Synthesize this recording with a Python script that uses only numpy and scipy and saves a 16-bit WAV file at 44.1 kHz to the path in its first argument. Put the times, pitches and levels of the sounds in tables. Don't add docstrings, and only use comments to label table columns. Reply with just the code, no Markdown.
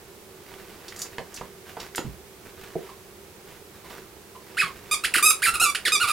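import sys
import numpy as np
from scipy import signal
from scipy.fft import rfft, irfft, next_fast_len
from scipy.io import wavfile

SR = 44100
rng = np.random.default_rng(int(sys.argv[2]) if len(sys.argv) > 2 else 0)


def master(y):
    cut = np.clip(np.atleast_2d(y).T, -1, 1)
    pcm = np.round(cut * 32767)
    wavfile.write(sys.argv[1], SR, pcm.astype(np.int16))


N = 269892
TIME = np.arange(N) / SR

# frequency in Hz, relative power density in dB.
AIR_SPECTRUM = [(15, -43), (25, -33), (48, -11.5), (84, -4.5), (113, -9.5), (216, -6), (248, -17),
                (371, -2), (604, -14), (834, -15.5), (1320, -20), (1870, -22.5), (2520, -23.5),
                (2810, -26.5), (15800, -31)]
# delay in seconds, level in dB before colouring.
REFLECTIONS = [(.0031, -45), (.0074, -21.5), (0.0105, -12.5), (0.0172, -16), (.0235, -16)]
# frequency in Hz, gain in dB.
REFLECTION_SPECTRUM = [(100, -10), (3000, -3), (10000, 2.5)]
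# frequency in Hz, relative gain in dB.
TAIL_SPECTRUM = [(60, -10), (250, -3), (390, 9.5), (600, 3), (1300, 1), (2600, -0.5), (5000, 1.5),
                 (10000, -0.5), (16000, -13)]
# frequency in Hz, gain in dB.
TAIL_SIDE = [(100, 2), (1300, -12.5), (4000, -5.5), (9000, -1.5), (13000, 8)]
# frequency in Hz, left minus right in dB.
LEFT_MINUS_RIGHT = [(60, -3), (500, -4), (2000, -4), (4000, -2.5), (8000, -2), (14000, -2)]
TOP_HZ = 15900

# middle in seconds, half length in seconds (to 1/e), level in dB.
STROKES = [(0.645, 0.22, -49.5), (0.918, 0.072, -50), (1.082, 0.12, -50), (1.39, 0.11, -48.5),
           (1.694, 0.039, -46), (1.811, 0.054, -42), (2.022, 0.11, -52.5), (2.47, 0.047, -51.5),
           (2.638, 0.063, -47.5), (2.83, 0.13, -52.5), (3.522, 0.084, -51), (3.755, 0.019, -49.5),
           (3.937, 0.088, -44.5)]
# frequency in Hz, relative gain in dB.
FIBRE_SPECTRUM = [(200, 1), (600, -2), (1500, -1.5), (2400, -3.5), (4500, -11.5), (9000, -18),
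                  (16000, -14.5)]
CHEW_FROM_S, CHEW_RISE_S, CHEW_DB = 4.33, 0.29, -50

# start in seconds, level in dB, upper edge of the slap
# in Hz, 60 dB decay of the push in seconds, boom in dB before a fixed 12 dB cut.
BLOWS = [(1.1828, -20.5, 2100, 0.0096, -17), (1.192, -33, 750, 0.044, -2.5),
         (1.411, -29, 1150, 0.023, -4.5), (1.768, -32, 1130, 0.05, -19), (1.9802, -19, 2700, 0.015, -34),
         (1.987, -27, 530, 0.03, -8), (2.047, -31.5, 242, .11, 0.5), (2.072, -42, 109, 0.33, 6),
         (4.635, -41, 186, .06, 1), (5.045, -38, 88, .022, -10), (5.163, -31.5, 523, 0.029, -11),
         (5.481, -37.5, 150, 0.047, -0.5), (5.533, -39.5, 102, 0.046, 2), (5.615, -28, 665, 0.017, -22),
         (5.873, -27.5, 590, 0.01, -14), (6.033, -35.5, 148, 0.034, -8)]
# nominal frequency in Hz, relative level in dB,
# nominal 60 dB decay in seconds.
FLOOR_MODES = [(58.4, -3, 0.25), (85, -17, 0.11), (139, 6, 0.2), (172.6, 3, 0.23), (227, 2.5, 0.17)]
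# start in seconds, level in dB, centre in Hz, 60 dB decay in seconds.
FLICKS = [(0.882, -35.5, 4640, 0.044), (.9224, -31, 1750, 0.022), (.963, -31.5, 6000, 0.032),
          (0.989, -38, 7260, 0.17), (1.018, -21, 6200, 0.026), (1.342, -36, 7140, 0.059),
          (1.362, -36.5, 5500, 0.046), (1.373, -38, 2480, 0.051), (1.8, -34.5, 4000, 0.045),
          (1.949, -21.5, 1990, 0.0061), (1.958, -25.5, 7900, .036), (1.973, -32, 3200, .027),
          (1.982, -19, 2360, 0.0073), (5.304, -21, 8800, 0.031)]
# nominal frequency in Hz, relative level in dB,
# nominal 60 dB decay in seconds.
BUCKLE_MODES = [(5240, -18, .08), (6860, -5, 0.13), (7150, -2, 0.13), (9800, -29, .12), (12000, 7, 0.1)]
# frequency in Hz, level in dB, 60 dB decay in seconds.
KNOCK_MODES = [(160, -28.5, 0.15), (380.8, -25.5, 0.12), (432, -21.5, 0.047), (660, -21.5, 0.039)]
KNOCK_S = 2.7548

# frequency in Hz, relative gain in dB.
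BLARE = [(700, 12), (1200, -0.5), (2500, 2), (3700, -5.5), (5000, -6.5), (6200, -9.5), (7500, -5),
         (8700, -5), (10000, -5), (11300, -11.5), (12400, -11), (13600, -23), (15500, -26)]
# frequency in Hz, relative gain in dB.
WHISTLE = [(700, -8), (1200, 5), (2400, 3.5), (3600, -4), (4900, -5), (5900, -17), (7600, -7.5),
           (8400, -11.5), (9750, -0.5), (11000, -19.5), (11900, -6.5), (13200, -30), (15000, -22)]
# start in seconds, length in seconds, crest in seconds after the start, half width of the crest
# in seconds, top in Hz, end in Hz, level in dB before the airflow, overtone tilt in dB per octave,
# presence in dB, roughness from 0 to 1.
BITES = [(4.571, 0.12, .028, .015, 2590, 1039, -19, -3.5, 1, 0.46),
         (5.421, 0.075, 0.023, 0.014, 2430, 1332, -18, 0.3, -3, 0.54),
         (5.54, .019, 0.0066, 0.0079, 1406, 1210, -15.5, 0.4, -3.5, 0.46),
         (6, .058, .018, .016, 1431, 1105, -16.5, -1, 1, 0.39),
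         (6.07, 0.045, 0.02, 0.0067, 1357, 1226, -18, 0.4, 0.5, 0.59)]
# start in seconds, length in seconds, crest in seconds after the start, half width of the crest
# in seconds, top in Hz, end in Hz, level in dB before the airflow, overtone tilt in dB per octave,
# presence in dB, roughness from 0 to 1.
REFILLS = [(4.913, 0.036, 0.017, 0.0092, 1251, 1096, -14, 0.93, 4, 0.21),
           (5.227, .081, 0.035, .011, 1285, 1259, -11, 2, -2.5, 0.11),
           (5.599, 0.055, .025, 0.017, 1407, 1256, -14.5, 0.045, -3.5, 0.28),
           (5.659, 0.046, 0.023, 0.014, 1174, 1152, -16.5, -0.74, -3, .12),
           (5.921, 0.046, 0.017, .015, 1257, 1140, -13, -0.38, 9.5, 0.13)]
# start in seconds, length in seconds, first pitch in Hz,
# last pitch in Hz, level in dB before the airflow, presence in dB, roughness from 0 to 1.
CHIRPS = [(5.039, .018, 1280, 3470, -18, 2.5, 0.37), (5.14, .012, 2768, 1310, -16.5, -6, 0.35),
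          (5.155, 0.01, 1334, 3190, -15, -2, 0.22), (5.175, 0.024, 2805, 1125, -19, -5.5, 0.61),
          (5.307, 0.0074, 1317, 1130, -14, 0, 0.26), (5.749, .011, 1346, 3300, -22, 4, 0.63),
          (5.853, .017, 2342, 1637, -20, 8, 0.5), (5.873, 0.014, 2480, 1280, -19, 7, 0.73)]
# start in seconds, middle pitch in Hz, level in dB.
PEEPS = [(2.888, 1078, -41.5), (3.843, 1045, -43), (4.350, 1045, -42.5)]
PEEP_S, PEEP_TILT_DB, PEEP_ROUGH, PEEP_SAG_HZ_PER_S = 0.017, -22, 0.73, 7400
REST_HZ, STALL_HZ, OPEN_HZ, SHUT_HZ = 1195.4, 1021.5, 353, 4120
CREST_STEEPNESS = 3.6
CHIRP_S, CHIRP_TILT_DB = 0.006, 0.17
ATTACK_S, RELEASE_S = 0.002, 0.0026
BUILD_DB, BUILD_S = 6, 0.015
TREMOR_DB, TREMOR_PER_S = 1.0, 137
PRESENCE_HZ, PRESENCE_OCTAVES = 4000, 0.95
WOBBLE, WOBBLE_PER_S = 0.02, 150


def undb(db):
    return 10 ** (np.asarray(db) / 20)


def unit(x):
    return x / np.sqrt(np.mean(x ** 2) + 1e-18)


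def gain_at(hz, points):
    f, db = np.transpose(points)
    return undb(np.interp(np.log(np.maximum(hz, 1)), np.log(f), db))


def colour(x, points):
    length = x.shape[-1]
    size = next_fast_len(length + 2048)
    gain = gain_at(np.fft.rfftfreq(size, 1 / SR), points)
    return irfft(rfft(x, size) * gain, size)[..., :length]


def resonate(x, hz, q):
    hz = min(hz, SR / 3)
    b, a = signal.iirpeak(hz, max(q, 3 * hz / SR), fs=SR)
    return signal.lfilter(b, a, x)


def wander(size, rate):
    knots = np.arange(size) * rate / SR
    count = int(knots[-1]) + 2
    return unit(np.interp(knots, np.arange(count), rng.standard_normal(count)))


def fade(t, t60):
    return np.exp(-np.log(1000) * t / t60)


def ring(modes, t):
    return sum(undb(db) * np.sin(2 * np.pi * hz * t) * fade(t, t60) for hz, db, t60 in modes)


def add(track, s, x):
    start = int(s * SR)
    track[start:start + len(x)] += x[:max(N - start, 0)]


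def background(air_db=-50, fan_db=-55, hiss_db=-61, apart_db=-14):
    air = unit(colour(rng.standard_normal(N), AIR_SPECTRUM))
    apart = unit(colour(rng.standard_normal(N), AIR_SPECTRUM)) * np.array([[1], [-1]])
    fan = unit(resonate(resonate(rng.standard_normal(N), 388.0, 11.0), 384.7, 10.0))
    hiss = colour(rng.standard_normal((2, N)), [(1000, 15.2), (6000, 9.3), (15000, 7.8)])
    wide_air = undb(air_db) * (air + undb(apart_db) * apart)
    return wide_air + undb(fan_db) * fan + undb(hiss_db) * hiss


def room(x, t60=0.2, tail_db=-6.5, build=0.0045):
    t = np.arange(SR // 2) / SR
    direct, early = np.zeros((2, len(t)))
    direct[0] = 1
    for delay, db in REFLECTIONS:
        early[int(delay * SR)] += undb(db)
    envelope = fade(t, t60) * np.minimum(t / build, 1)
    tails = colour(rng.standard_normal((2, len(t))), TAIL_SPECTRUM) * envelope
    mid, side = undb(tail_db) * unit(tails) / np.sqrt(len(t))
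    shared = direct + colour(early, REFLECTION_SPECTRUM) + mid
    response = shared + colour(side, TAIL_SIDE) * np.array([[1], [-1]])
    return signal.fftconvolve(x[None], response, axes=1)[:, :N]


def rubbing(grain_db=4):
    grain = undb(grain_db * wander(N, 500) + 2 * wander(N, 30))
    fibres = rng.standard_normal(N) * grain
    strokes = sum(undb(db) * np.exp(-((TIME - s) / half) ** 2) for s, half, db in STROKES)
    chewing = undb(CHEW_DB) * np.clip((TIME - CHEW_FROM_S) / CHEW_RISE_S, 0, 1)
    return unit(colour(fibres, FIBRE_SPECTRUM)) * (strokes + chewing)


def thump(db, dull_hz, length, boom_db):
    t = np.arange(SR // 3) / SR
    push = fade(t, length) * np.minimum(t / 0.0007, 1)
    band = [min(dull_hz / 2, 330), min(dull_hz, SR / 3)]
    bandpass = signal.butter(2, band, "band", fs=SR, output="sos")
    slap = signal.sosfilt(bandpass, rng.standard_normal(len(t)) * push)
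    slap = unit(slap) * np.sqrt(np.mean(push ** 2))
    boom = ring(FLOOR_MODES, t * (1 + 0.041 * rng.standard_normal()))
    return undb(db) * (undb(3) * slap + undb(boom_db - 12) * boom)


def flick(db, hz, length, grain_db=3):
    t = np.arange(SR // 4) / SR
    crackle = rng.standard_normal(len(t)) * undb(grain_db * wander(len(t), 700))
    snap = unit(resonate(resonate(crackle, hz, 1.2), hz, 1)) * fade(t, length)
    ringing = ring(BUCKLE_MODES, t * (1 + 0.004 * rng.standard_normal()))
    buckle = resonate(ringing, hz, 2)
    return undb(db) * (snap + undb(-13) * buckle)


def knock(rise=0.0017):
    t = TIME[:SR // 3]
    return ring(KNOCK_MODES, t) * np.minimum(t / rise, 1)


def squeak(voice, tilt_db, presence_db, rough, glide, flutter=0.35, puff_db=-35, hiss_db=-7.5):
    size = len(glide)
    pitch = glide * (1 + 0.02 * rough * wander(size, 450))
    jitter = 0.5 * rough ** 2 * wander(size, 1300)
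    phase = 2 * np.pi * np.cumsum(pitch) / SR + jitter
    k = np.arange(1, 15)[:, None]
    overtones = k * pitch
    presence = np.exp(-(np.log2(overtones / PRESENCE_HZ) / PRESENCE_OCTAVES) ** 2)
    emphasis = undb(tilt_db * np.log2(k) + presence_db * presence)
    partials = gain_at(overtones, voice) * emphasis * (overtones < TOP_HZ)
    pulses = (partials * np.sin(k * phase - k ** 2 / 5)).sum(0)
    reed = pulses / np.sqrt((partials ** 2).sum(0) / 2)
    reed *= 1 + flutter * rough * wander(size, 409)
    jet = rng.standard_normal(size) * (1 + np.cos(phase))
    air = colour(jet, [(1000, -14.5), (3000, 1.5), (9000, -1)])
    hiss = rough * undb(hiss_db) * unit(colour(air, voice))
    puff = unit(resonate(rng.standard_normal(size), 280, 0.89))
    return reed + hiss + undb(puff_db) * puff


def span(s, length):
    return np.arange(-ATTACK_S, length + RELEASE_S, 1 / SR) + s


def airflow(t, s, length, pitch):
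    corners = [s - ATTACK_S, s, s + length, s + length + RELEASE_S]
    gate = np.interp(t, corners, [0, 1, 1, 0])
    drive = np.tanh(np.maximum(pitch - STALL_HZ, 1) / OPEN_HZ)
    slit = np.maximum(1 - (pitch / SHUT_HZ) ** 4, 0)
    return gate * drive * slit * undb(TREMOR_DB * wander(len(t), TREMOR_PER_S))


def firming(t, s):
    return undb(-BUILD_DB * np.exp(-np.maximum(t - s, 0) / BUILD_S))


def squeeze(voice, s, length, crest, width, top_hz, end_hz, db, tilt_db, presence_db, rough):
    t = span(s, length)
    push = 1 / (1 + np.abs((t - s - crest) / width) ** CREST_STEEPNESS)
    slack = np.interp(t, [s, s + length], [REST_HZ, end_hz])
    wobble = 1 + WOBBLE * rough * (1 - push / 2) * wander(len(t), WOBBLE_PER_S)
    pitch = (slack + (top_hz - slack) * push) * wobble
    flow = undb(db) * airflow(t, s, length, pitch)
    if voice is WHISTLE:
        flow = flow * firming(t, s)
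    return t[0], flow * squeak(voice, tilt_db, presence_db, rough, pitch)


def chirp(s, length, from_hz, to_hz, db, presence_db, rough):
    t = span(s, length)
    rate = (1 if to_hz > from_hz else -1) / CHIRP_S
    progress = np.expm1(rate * np.clip(t - s, 0, length)) / np.expm1(rate * length)
    pitch = from_hz + (to_hz - from_hz) * progress
    flow = undb(db) * airflow(t, s, length, pitch)
    return t[0], flow * squeak(WHISTLE, CHIRP_TILT_DB, presence_db, rough, pitch)


def peep(s, hz, db):
    t = np.arange(0, PEEP_S, 1 / SR)
    swell = np.sqrt(np.sin(np.pi * t / PEEP_S))
    pitch = hz - PEEP_SAG_HZ_PER_S * (t - PEEP_S / 2)
    return s, undb(db) * swell * squeak(WHISTLE, PEEP_TILT_DB, 0, PEEP_ROUGH, pitch)


def squeaker():
    track = np.zeros(N)
    for row in BITES:
        add(track, *squeeze(WHISTLE, *row))
    for row in REFILLS:
        add(track, *squeeze(BLARE, *row))
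    for row in CHIRPS:
        add(track, *chirp(*row))
    for row in PEEPS:
        add(track, *peep(*row))
    return track


def scene(squeak_db=-1.0):
    dog = rubbing()
    for s, *blow in BLOWS:
        add(dog, s, thump(*blow))
    for s, *snap in FLICKS:
        add(dog, s, flick(*snap))
    add(dog, KNOCK_S, knock())
    return room(dog + undb(squeak_db) * squeaker()) + background()


def record(dry):
    sides = []
    for x, sign in zip(dry, (1, -1)):
        half_balance = [(hz, sign * db / 2) for hz, db in LEFT_MINUS_RIGHT]
        sides.append(colour(x, half_balance))
    lowpass = signal.ellip(10, 0.2, 80, TOP_HZ, fs=SR, output="sos")
    return signal.sosfilt(lowpass, sides)


dry = scene()
out = record(dry)
master(out)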